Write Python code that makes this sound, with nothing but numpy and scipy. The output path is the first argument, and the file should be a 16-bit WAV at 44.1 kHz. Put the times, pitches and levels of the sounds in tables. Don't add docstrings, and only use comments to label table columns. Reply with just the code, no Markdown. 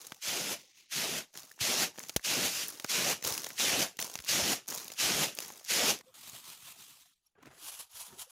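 import sys
import numpy as np
from scipy import signal
from scipy.fft import rfft, irfft
from scipy.io import wavfile
from scipy.ndimage import uniform_filter1d

SR = 44100
rng = np.random.default_rng(int(sys.argv[2]) if len(sys.argv) > 2 else 0)


def master(y):
    cut = np.clip(np.atleast_2d(y).T, -1, 1)
    pcm = np.round(cut * 32767)
    wavfile.write(sys.argv[1], SR, pcm.astype(np.int16))


def volts(x):
    e = np.asarray(x, float) / 20
    return 10 ** e


N = 366471

# landing t/s, hiss level/dB, last surge delay/s, surge level/dB, rise/s
TOSS_EVENTS = [
    (.232, -35.5, 0.295, -37, .045),
    (.923, -34.5, 0.265, -37.5, 0.038),
    (1.615, -31.5, .222, -30, 0.036),
    (2.25, -32, 0.21, -31.5, .035),
    (2.905, -31.5, 0.21, -31, 0.055),
    (3.6, -30.5, 0.23, -31, 0.068),
    (4.298, -30.5, 0.23, -31, .07),
    (5.005, -30, .232, -31.5, .065),
    (5.712, -30, 0.19, -28.5, 0.084),
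]
TOSS_FALL_SHARES = [.95, .88, .85, 1.01, .99, 1.01, .99, 1.4, 1.01]
# start t/s, thickest t/s, end t/s, level/dB
CHAFF_SHOWERS = [
    (0, -0.01, .2, -50),
    (1.265, 1.308, 1.34, -73),
    (1.337, 1.38, 1.58, -52.5),
    (1.942, 2.03, 2.161, -51.5),
    (2.169, 2.175, 2.22, -59.5),
    (2.65, 2.702, 2.88, -46),
    (3.237, 3.271, 3.57, -34),
    (3.989, 3.99, 4.27, -41),
    (4.678, 4.707, 4.97, -40),
    (5.366, 5.425, 5.67, -45.5),
]
# strongest t/s, rustle level/dB, rise/(dB/s), fall/(dB/s)
RUN_ON_STROKES = [
    (2.63, -37.5, -7, 348),
]
SLIDE_STROKES = [
    (.6, -60, 300, 60),
    (.792, -60.5, 120, 140),
]
LULL_STROKES = [
    (6.09, -72, 50, 90),
]
STIR_STROKES = [
    (6.165, -61, 700, 100),
    (6.29, -53.5, 46.6, 138.9),
    (6.37, -51, 110, 170),
    (6.49, -52, 110, 97.2),
    (6.69, -51.5, 113, 175.9),
    (6.805, -55, 200, 129.6),
    (6.9, -58, 60, 120),
    (6.99, -63, 40, 120),
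    (7.08, -67.5, 60, 170),
]
SCRAPE_STROKES = [
    (7.39, -78, 450, 59.7),
    (7.47, -61.5, 150, 90),
    (7.58, -68, 40.4, 150),
]
NUDGE_STROKES = [
    (8.13, -71.5, 150, 119),
]
TIPPING_STROKES = [(7.262, -80.5, 119.7, 121), (7.63, -53, 450, 100), (7.688, -49, 150, 350),
                   (7.74, -52.5, 100, 200), (7.806, -51.5, 150, 330), (7.88, -73, 60, 60),
                   (7.915, -63, 600, 20), (7.975, -52, 300, 80), (8.014, -49.5, 200, 200),
                   (8.06, -54, 100, 330), (8.15, -72, 60, 60), (8.197, -50.5, 700, 300),
                   (8.225, -48.5, 300, 1200), (8.25, -66, 200, 250), (8.32, -57, 450, 100)]
# t/s, level/dB, brightness/dB; kernels also length/ms
KERNEL_HITS = [(0.068, -36, 0, 5.), (0.1207, -30, -15, 2.6), (1.3747, -28, -4, 1.07), (1.5163, -42, 0, 2.2),
               (1.9925, -31.5, 3, 2.7), (2.0944, -30, -9, 5.9), (2.1629, -16, -5, 2.4),
               (2.1661, -20, -7, 2.1), (2.1693, -27, -8, 1.3), (2.6833, -22, 14, .8), (2.798, -32, -7, 3.9),
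               (2.8451, -23, -10, 1.35), (2.847, -26.5, -15, 2.7), (3.2252, -32.5, -11, 3.2),
               (3.2412, -25, 18, 1.2), (3.2725, -27, 0, 8), (3.35, -26.5, -9, 1), (3.378, -22, -6.5, 2.1),
               (3.4452, -24, -6.5, 1.4), (3.5043, -30.5, -13, 1.1), (3.9898, -26, -11.5, 4.1),
               (4.0033, -24, 22, 1.3), (4.0252, -23, -7, 2.7), (4.1548, -23, -12, 1.7),
               (4.1896, -26, -14, 0.65), (4.681, -27, 8, 1.3), (4.7064, -32, 4, 5.9), (4.749, -22.5, 5, 1.),
               (5.3878, -22, -7.5, 1.9), (5.4042, -24, -2, 0.86)]
HUSK_HITS = [(0.1454, -45, -5), (0.562, -45, 12), (1.3521, -46, -17), (1.3947, -40, -4), (1.985, -33, -16),
             (2.002, -37, -16), (2.0364, -36.5, -13), (2.085, -38, 1), (2.195, -40.5, -13),
             (2.652, -49, -5.5), (2.7017, -34, 12.5), (3.248, -24, -6), (3.4663, -30.5, -11),
             (3.4891, -35, 6), (3.9695, -42, -3), (3.9999, -29, -8), (4.0163, -30, 1), (4.139, -34, -3),
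             (4.247, -36, -3), (4.6864, -29, 0), (4.7757, -30, -4), (4.8806, -32.5, -2), (4.9014, -37, -14),
             (4.9183, -33.5, -7), (5.3505, -35.5, 12), (5.4803, -37, 10), (5.5957, -45, -5),
             (5.648, -37, 1), (6.0098, -44, -14), (1.432, -43, 0)]
STRAW_HITS = [(.125, -54, -5), (1.366, -42, -2), (1.3876, -41, -10), (1.9587, -46, -13), (1.978, -39, -8),
              (2.031, -38, 2), (2.6737, -37, 6), (3.3956, -35, 0), (3.53, -42, 3), (3.916, -56, -3),
              (4.1766, -40, -5), (4.2018, -36, -9), (4.222, -42, 0), (4.24, -40, -6), (4.6595, -51, -11),
              (4.7598, -32, 7), (4.8445, -35, 6), (4.9371, -38, -2), (5.374, -36, -5), (5.503, -38, -21),
              (5.522, -41, 6), (5.574, -43, 12), (5.6435, -43, 4), (5.9885, -41, -3), (.015, -42, 2),
              (.2265, -38, 4)]
SPECK_HITS = [(0.0152, -38, 2), (0.0192, -39, 7), (0.0504, -40, 2), (0.1652, -50, 2), (1.3303, -54, 6),
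              (1.341, -45, -1), (1.3562, -36, -10), (1.3813, -38, 7), (1.4033, -39, 10), (1.4208, -42, 1),
              (1.45, -43, 15), (1.4539, -45, 3), (1.4941, -46, 3), (1.501, -48, 14), (1.5252, -47, 2),
              (1.5384, -52, 3), (1.5607, -51, 9), (1.5648, -51, 10), (1.5787, -47, -19), (1.5915, -38, -12),
              (1.9444, -52, -16), (2.0697, -44, 11), (2.1422, -44, 5), (2.2154, -48, 4), (2.8232, -42, 3),
              (2.8515, -40, -10), (2.8638, -37, 8), (3.2111, -43, -7), (3.3244, -23, 3), (3.3428, -26, 5),
              (3.3815, -29, 7), (3.4188, -31, 5), (3.4333, -31, 2), (3.4634, -30, -4), (3.5334, -40, 12),
              (4.0133, -30, 6), (4.038, -33, 5), (4.049, -32, 18), (4.0681, -32, 8), (4.0988, -33, -1),
              (4.1153, -36, 6), (4.2052, -40, 5), (4.2525, -38, 7), (4.2634, -36, -6), (4.6709, -43, 5),
              (4.7026, -25, 5), (4.7211, -30, -11), (4.725, -30, -10), (4.7386, -30, 8), (4.7812, -31, 11),
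              (4.7843, -31, 1), (4.8008, -35, 3), (4.806, -34, 0), (4.9244, -35, 5), (5.3691, -39, -4),
              (5.4225, -33, -4), (5.5584, -42, 0), (5.578, -41, 4), (5.6117, -44, -14), (5.6617, -38, 1)]
DISTANT_TICKS = [
    (6.296, -37, 5),
    (6.97, -65, 2),
    (7.428, -54, -2),
    (7.458, -51, -11),
    (7.476, -55, -19),
    (7.9148, -52, 16),
    (7.9205, -54, 2),
]
# t/s, f/Hz, level/dB, t60/s
BODY_THUMPS = [(1.612, 123, -34, 0.067), (2.1602, 70, -36, 0.031), (2.1626, 305, -14.5, 0.0049),
               (2.163, 600, -27, .012), (3.25, 95, -43, .09), (3.31, 100, -45, .09), (4.19, 70, -46, .06),
               (1.5142, 1770, -42, 0.018), (4.422, 91, -36, 0.056), (5.049, 90, -42, 0.077),
               (5.14, 90, -43, .05), (5.82, 90, -43, .05), (6.33, 132, -52, 0.1), (7.43, 147, -60, 0.12),
               (7.941, 90, -60, .06)]
# t/s, f/Hz, level/dB, length/s
BAMBOO_CREAKS = [(0.622, 507, -64.5, 0.035), (.67, 790, -72, .035), (3.93, 450, -67, 0.037),
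                 (5.991, 494, -55, 0.024), (6.049, 494, -58.5, 0.072), (7.373, 410, -60, 0.03),
                 (7.255, 5520, -69, .03), (7.261, 11160, -65, 0.014), (7.35, 1600, -70, .03),
                 (7.355, 1120, -70, .03), (7.39, 135, -65, .18), (7.435, 240, -58, .06),
                 (7.471, 313, -47, 0.0082), (7.52, 510, -65, .03), (7.56, 500, -66, .025),
                 (7.605, 320, -63, .07), (8.02, 990, -60, .035), (8.12, 377.5, -56, 0.032),
                 (8.16, 388, -61, 0.04), (8.262, 520, -62, 0.03)]
# f/Hz, level/dB
TRAY_SPECTRUM = [(24, -57), (40, -29.5), (156, -5.5), (523, -6), (593, -5), (1060, -12.5), (2760, -0.5),
                 (4020, -3), (6500, -0.5), (8150, -6.5), (11000, 0), (15300, -4), (16500, -50)]
WEAVE_SPECTRUM = [(40, -30), (300, -19), (1500, -24), (2200, -9.5), (4100, -11), (6500, -10.5),
                  (7600, -19.5), (16500, -21)]
CHAFF_SPECTRUM = [(40, -29), (131, -4.5), (233, -3), (560, -1.5), (1300, -6), (2620, -5), (4600, -2.5),
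                  (6600, 2.5), (7900, -6), (11000, -5), (15300, -9), (16900, -14)]
BASKET_SPECTRUM = [(24, -59.5), (40, -23), (127, -7.5), (250, -10.5), (449, -14.5), (700, -11),
                   (1010, -8.5), (1330, -6.5), (1510, -9.5), (3290, 2.5), (5310, -2.5), (9970, -1.5),
                   (15300, -2), (16500, -35)]
RIM_SPECTRUM = [(24, -51), (40, -13), (239, -14), (744, -16.5), (1940, -20), (2140, -22), (11000, -46),
                (16500, -46)]
POURED_SPECTRUM = [(24, -42.5), (40, -15.5), (120, -17), (300, -21), (700, -10), (981, -7), (1990, -9),
                   (2970, 0), (5440, -3.5), (6500, -2), (8790, -6.5), (9970, 1.5), (15300, -8),
                   (16500, -32)]
YARD_SPECTRUM = [(30, 0.5), (540, -18.5), (15900, -27.5)]
# f/Hz, threshold level per bin/dB
GATE_THRESHOLDS = [(50, -102), (500, -87), (2000, -101), (7000, -103), (16000, -101)]
# from t/s, to t/s, above f/Hz
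WIDE_TREBLE = [(1.393, 1.408, 4700), (1.58, 1.92, 13000), (2.017, 2.078, 4500), (2.68, 2.705, 4700),
               (3.219, 3.242, 4700), (3.309, 3.34, 4900), (4.014, 4.058, 4500), (4.22, 4.24, 4800),
               (4.914, 4.94, 4700), (5.41, 5.448, 4800)]

SPLIT_HZ, FIZZ_HZ = 1150, 7200
SCENE_CHANGE_S = 6.016


def tosses():
    usual_fall_s = .09
    tables = [landing(*row, share * usual_fall_s) for row, share in zip(TOSS_EVENTS, TOSS_FALL_SHARES)]
    tables.append(surges(RUN_ON_STROKES, 2.47, 2.69, body_db=-16, fizz_db=-7, fizz_follow=0))
    rain = played(tables, 0.98, fade_s=0.0026, colour=TRAY_SPECTRUM, per_s=12000, spread_db=2,
                  ripple_db=4.5, clump_db=0.2, clump_ms=3.1, drum_db=3)
    return rain * (np.arange(N) < SCENE_CHANGE_S * SR)


def landing(s, db, hold_s, surge_db, rise_s, fall_s):
    end = s + hold_s
    soft_db = 0.99 * max(-30.5 - db, 0)
    drum_soft_db = 2.4 * soft_db
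    land_db = db - soft_db
    hold_fizz_db = -10.5 + 0.4 * soft_db
    sag_db = (db + surge_db) / 2 - 3
    tail_db = surge_db - 29
    return [(s - rise_s, db - 39, -25, -9),
            (s - .38 * rise_s, land_db - 15, -25 - soft_db, -9),
            (s - .2 * rise_s, land_db - 4.5, -25 - drum_soft_db, -9),
            (s, land_db, -17 - drum_soft_db, -9),
            (s + 0.059, db, -10, hold_fizz_db),
            (end - 0.069, sag_db, -7, hold_fizz_db),
            (end, surge_db, -7, -6.5),
            (end + fall_s, tail_db, -7, -10),
            (end + fall_s + .08, tail_db - 16.5, -7, -10)]


def slide():
    table = surges(SLIDE_STROKES, .59, .92, body_db=-56, fizz_db=-5, fizz_follow=0.5, drift_db_per_s=-12)
    return played([table], 0.3, fade_s=0.00312, colour=WEAVE_SPECTRUM, per_s=7100, spread_db=2.5,
                  ripple_db=5.5, clump_db=1.5, clump_ms=9.1, drum_db=-1)


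def showers():
    return played([drifting(*row) for row in CHAFF_SHOWERS], 0, fade_s=0.0048, colour=CHAFF_SPECTRUM,
                  per_s=6000, spread_db=3.7, ripple_db=7, clump_db=2, clump_ms=2.3, drum_db=4)


def drifting(start, top, end, db):
    thicken_db_per_s, thin_db_per_s, low_db = 114, 73, -9.5
    levels = db - thicken_db_per_s * (top - start), db, db - thin_db_per_s * (end - top)
    return [(s, level, level + low_db) for s, level in zip((start, top, end), levels)]


def strikes():
    size = 1200
    husk_ms, straw_ms, speck_ms = 3.1, 2.4, 1.6
    hits = KERNEL_HITS + [(*row, husk_ms) for row in HUSK_HITS + DISTANT_TICKS]
    hits += [(*row, straw_ms) for row in STRAW_HITS]
    hits += [(s, db - 2, bright_db - 6, speck_ms) for s, db, bright_db in SPECK_HITS]
    out, t, ring = np.zeros(N), np.arange(size) / SR, causal(CHAFF_SPECTRUM)
    hz = np.fft.rfftfreq(size, 1 / SR)
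    fade = np.cos(np.pi / 2 * np.arange(size) / size)
    for s, db, bright_db, ms in hits:
        noise, ragged_db = rng.standard_normal((2, size))
        rise = np.minimum((t * 1000 + .03) / (.07 * ms), 1)
        crackle = volts(-14 * t * 1000 / ms)
        rattle = volts(-23.5 - 530 * t)
        hit = np.convolve(noise * volts(1.1 * ragged_db) * rise * (crackle + rattle), ring)[:size]
        tilt = volts((bright_db + 7) * np.clip(np.log2(hz / 3000 + 1e-9) / 1.6, -.5, 1.3))
        off_pitch = np.log2((hz + 1) / 4500) - bright_db / 11
        knock = 6.5 + 6.5 * np.exp(-off_pitch ** 2 / .15)
        hit = irfft(rfft(hit) * tilt * knock, size) * fade
        energy = 0.72 * ms * SR / 1000
        add(out, s, volts(db - 4) * hit * np.sqrt(energy / np.sum(hit ** 2)))
    return out


def stirring():
    lull = surges(LULL_STROKES, SCENE_CHANGE_S, 6.14, body_db=-1.5, fizz_db=-1.51, fizz_follow=0)
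    stir = surges(STIR_STROKES, 6.14, 7.22, body_db=-10, fizz_db=-1.2, fizz_follow=0.043, drift_db_per_s=-3)
    return played([lull, stir], 0.96, fade_s=0.0033, colour=BASKET_SPECTRUM, per_s=7500, spread_db=0.5,
                  ripple_db=4.5, clump_db=1.6, clump_ms=7, drum_db=3.5)


def tipping():
    scrape = surges(SCRAPE_STROKES, 7.352, 7.62, body_db=6.4, fizz_db=-9, fizz_follow=.4, drift_db_per_s=-41)
    nudge = surges(NUDGE_STROKES, 8.06, 8.2, body_db=10.2, fizz_db=-9, fizz_follow=0)
    rub = played([scrape, nudge], 1, fade_s=0.002, colour=RIM_SPECTRUM, per_s=5500, spread_db=-3,
                 ripple_db=3, clump_db=3.5, clump_ms=10, drum_db=3.5)
    pour = surges(TIPPING_STROKES, 7.18, 8.31, body_db=-23, fizz_db=2.6, fizz_follow=0.13)
    return rub + played([pour], 0.76, fade_s=0.0021, colour=POURED_SPECTRUM, per_s=12000, spread_db=0,
                        ripple_db=5, clump_db=1.5, clump_ms=11, drum_db=2)


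def thumps():
    out, t = np.zeros(N), np.arange(6000) / SR
    for s, hz, db, t60 in BODY_THUMPS:
        add(out, s, volts(db - 60 * t / t60) * np.sin(2 * np.pi * hz * t))
    return out


def creaks():
    out = np.zeros(N)
    for s, hz, db, length_s in BAMBOO_CREAKS:
        t = np.arange(0, length_s, 1 / SR)
        waver = 1 + 0.049 * evened(uniform_filter1d(rng.standard_normal(9000), 300))[:len(t)]
        hum = np.sin(2 * np.pi * hz * np.cumsum(waver) / SR)
        add(out, s, volts(db) * hum * np.hanning(len(t)))
    return out


def hush():
    noise = signal.oaconvolve(rng.standard_normal(N), causal(YARD_SPECTRUM))[:N]
    return volts(-91) * evened(noise)


def surges(rows, start, end, body_db, fizz_db, fizz_follow, drift_db_per_s=0.):
    round_s = 0.007
    t = np.arange(start, end, .004)
    s, db, rise, fall = np.transpose(rows)
    away_s = t[:, None] - s
    slope = np.where(away_s < 0, abs(rise), abs(fall))
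    rustle = np.max(db - slope * (np.hypot(away_s, round_s) - round_s), axis=1)
    body = body_db + drift_db_per_s * (t - start)
    return np.transpose([t, rustle, body, fizz_db + fizz_follow * (rustle - db.max())])


def played(tables, low_follow, fade_s, **grain):
    out = np.zeros(N)
    for rows in tables:
        s, *columns = np.transpose(rows)
        t = np.arange(max(s[0] - fade_s / 2, 0), s[-1] + fade_s / 2, 1 / SR)
        high_db, low_db, *fizz_db = (np.interp(t, s, c) for c in columns)
        low, high = grains(len(t), **grain)
        if fizz_db:
            middle, fizz = halves(high, FIZZ_HZ)
            high = evened(middle) + evened(fizz) * volts(fizz_db[0])
        edge = np.clip(np.minimum(t - t[0], t[-1] - t) / fade_s, 0, 1) ** .5
        add(out, t[0], edge * (high * volts(high_db) + low * volts(low_db + low_follow * high_db)))
    return out


def grains(size, colour, per_s, spread_db, ripple_db, clump_db, clump_ms, drum_db, count=6):
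    clump_size = max(int(clump_ms * SR / 1000), 2)
    clumps = evened(uniform_filter1d(rng.standard_normal(size), clump_size))
    ripples = ripple_db * evened(uniform_filter1d(rng.standard_normal((count, 1025)), 24))
    ripples -= 10 * np.log10(np.mean(volts(ripples) ** 2, axis=0))
    out = np.zeros(size)
    for ripple in ripples:
        sizes_db = spread_db * np.minimum(rng.exponential(1, size), 5)
        signs = np.sign(rng.standard_normal(size))
        struck = rng.random(size) < per_s / count / SR
        blows = volts(sizes_db + clump_db * clumps) * signs * struck
        ring = causal(colour, np.r_[ripple, ripple[-2:0:-1]])
        out += signal.oaconvolve(blows, ring)[:size]
    low, high = halves(out, SPLIT_HZ)
    return patchy(low, drum_db, frames=10, bins=2), patchy(high, 1.44, frames=14, bins=6)


def patchy(x, db, frames, bins):
    z = signal.stft(x, nperseg=512, noverlap=384)[2]
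    field = uniform_filter1d(rng.standard_normal(z.shape), frames, 1)
    field = evened(uniform_filter1d(field, bins, 0))
    return evened(signal.istft(z * volts(db * field), nperseg=512, noverlap=384)[1][:len(x)])


def causal(points, extra_db=0.):
    hz = np.abs(np.fft.fftfreq(2048, 1 / SR))
    f, db = np.transpose(points)
    log_gain = np.log(volts(np.interp(np.log(hz + 1), np.log(f), db) + extra_db))
    return np.fft.ifft(np.exp(np.conj(signal.hilbert(log_gain)))).real[:1024]


def halves(x, hz):
    filters = [signal.butter(4, hz, side, fs=SR, output="sos") for side in ("low", "high")]
    return [signal.sosfilt(sos, x) for sos in filters]


def evened(x):
    return x / np.sqrt(np.mean(x ** 2) + 1e-20)


def add(mix, s, sound):
    part = mix[round(s * SR):][:len(sound)]
    part += sound[:len(part)]


def scene():
    near = tosses() + slide() + showers() + strikes()
    mono = near + stirring() + tipping() + thumps() + creaks()
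    return np.array([mono, mono])


def top_cut(x):
    return signal.sosfilt(signal.butter(12, 16970, fs=SR, output="sos"), x)


def record(dry):
    bass_cut_hz, edge_hz, sudden_edge_hz, sudden_db = 50, 15900, 16650, 9
    hz, t, z = signal.stft(halves(dry[0], bass_cut_hz)[1], SR, nperseg=512, noverlap=384)
    power = uniform_filter1d(abs(z) ** 2, 5, 1) + 1e-20
    f, db = np.transpose(GATE_THRESHOLDS)
    threshold = volts(np.interp(hz, f, db))[:, None] ** 2
    z = z * power / (power + threshold)
    treble = power[hz > FIZZ_HZ].sum(0)
    jumps = treble > volts(sudden_db) ** 2 * np.roll(treble, 5)
    sudden = uniform_filter1d(1. * jumps, 3) > 0
    z = z * (hz[:, None] < np.where(sudden, sudden_edge_hz, edge_hz))
    wide = sum((t > a) * (t < b) * (hz > low)[:, None] for a, b, low in WIDE_TREBLE) > 0
    apart = 0.9 * wide * z * np.exp(2j * np.pi * rng.random(z.shape))
    pair = np.array([z + apart, z - apart])
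    gated = signal.istft(pair, SR, nperseg=512, noverlap=384)[1][:, :N]
    return top_cut(gated + hush())


dry = scene()
out = record(dry)
master(out)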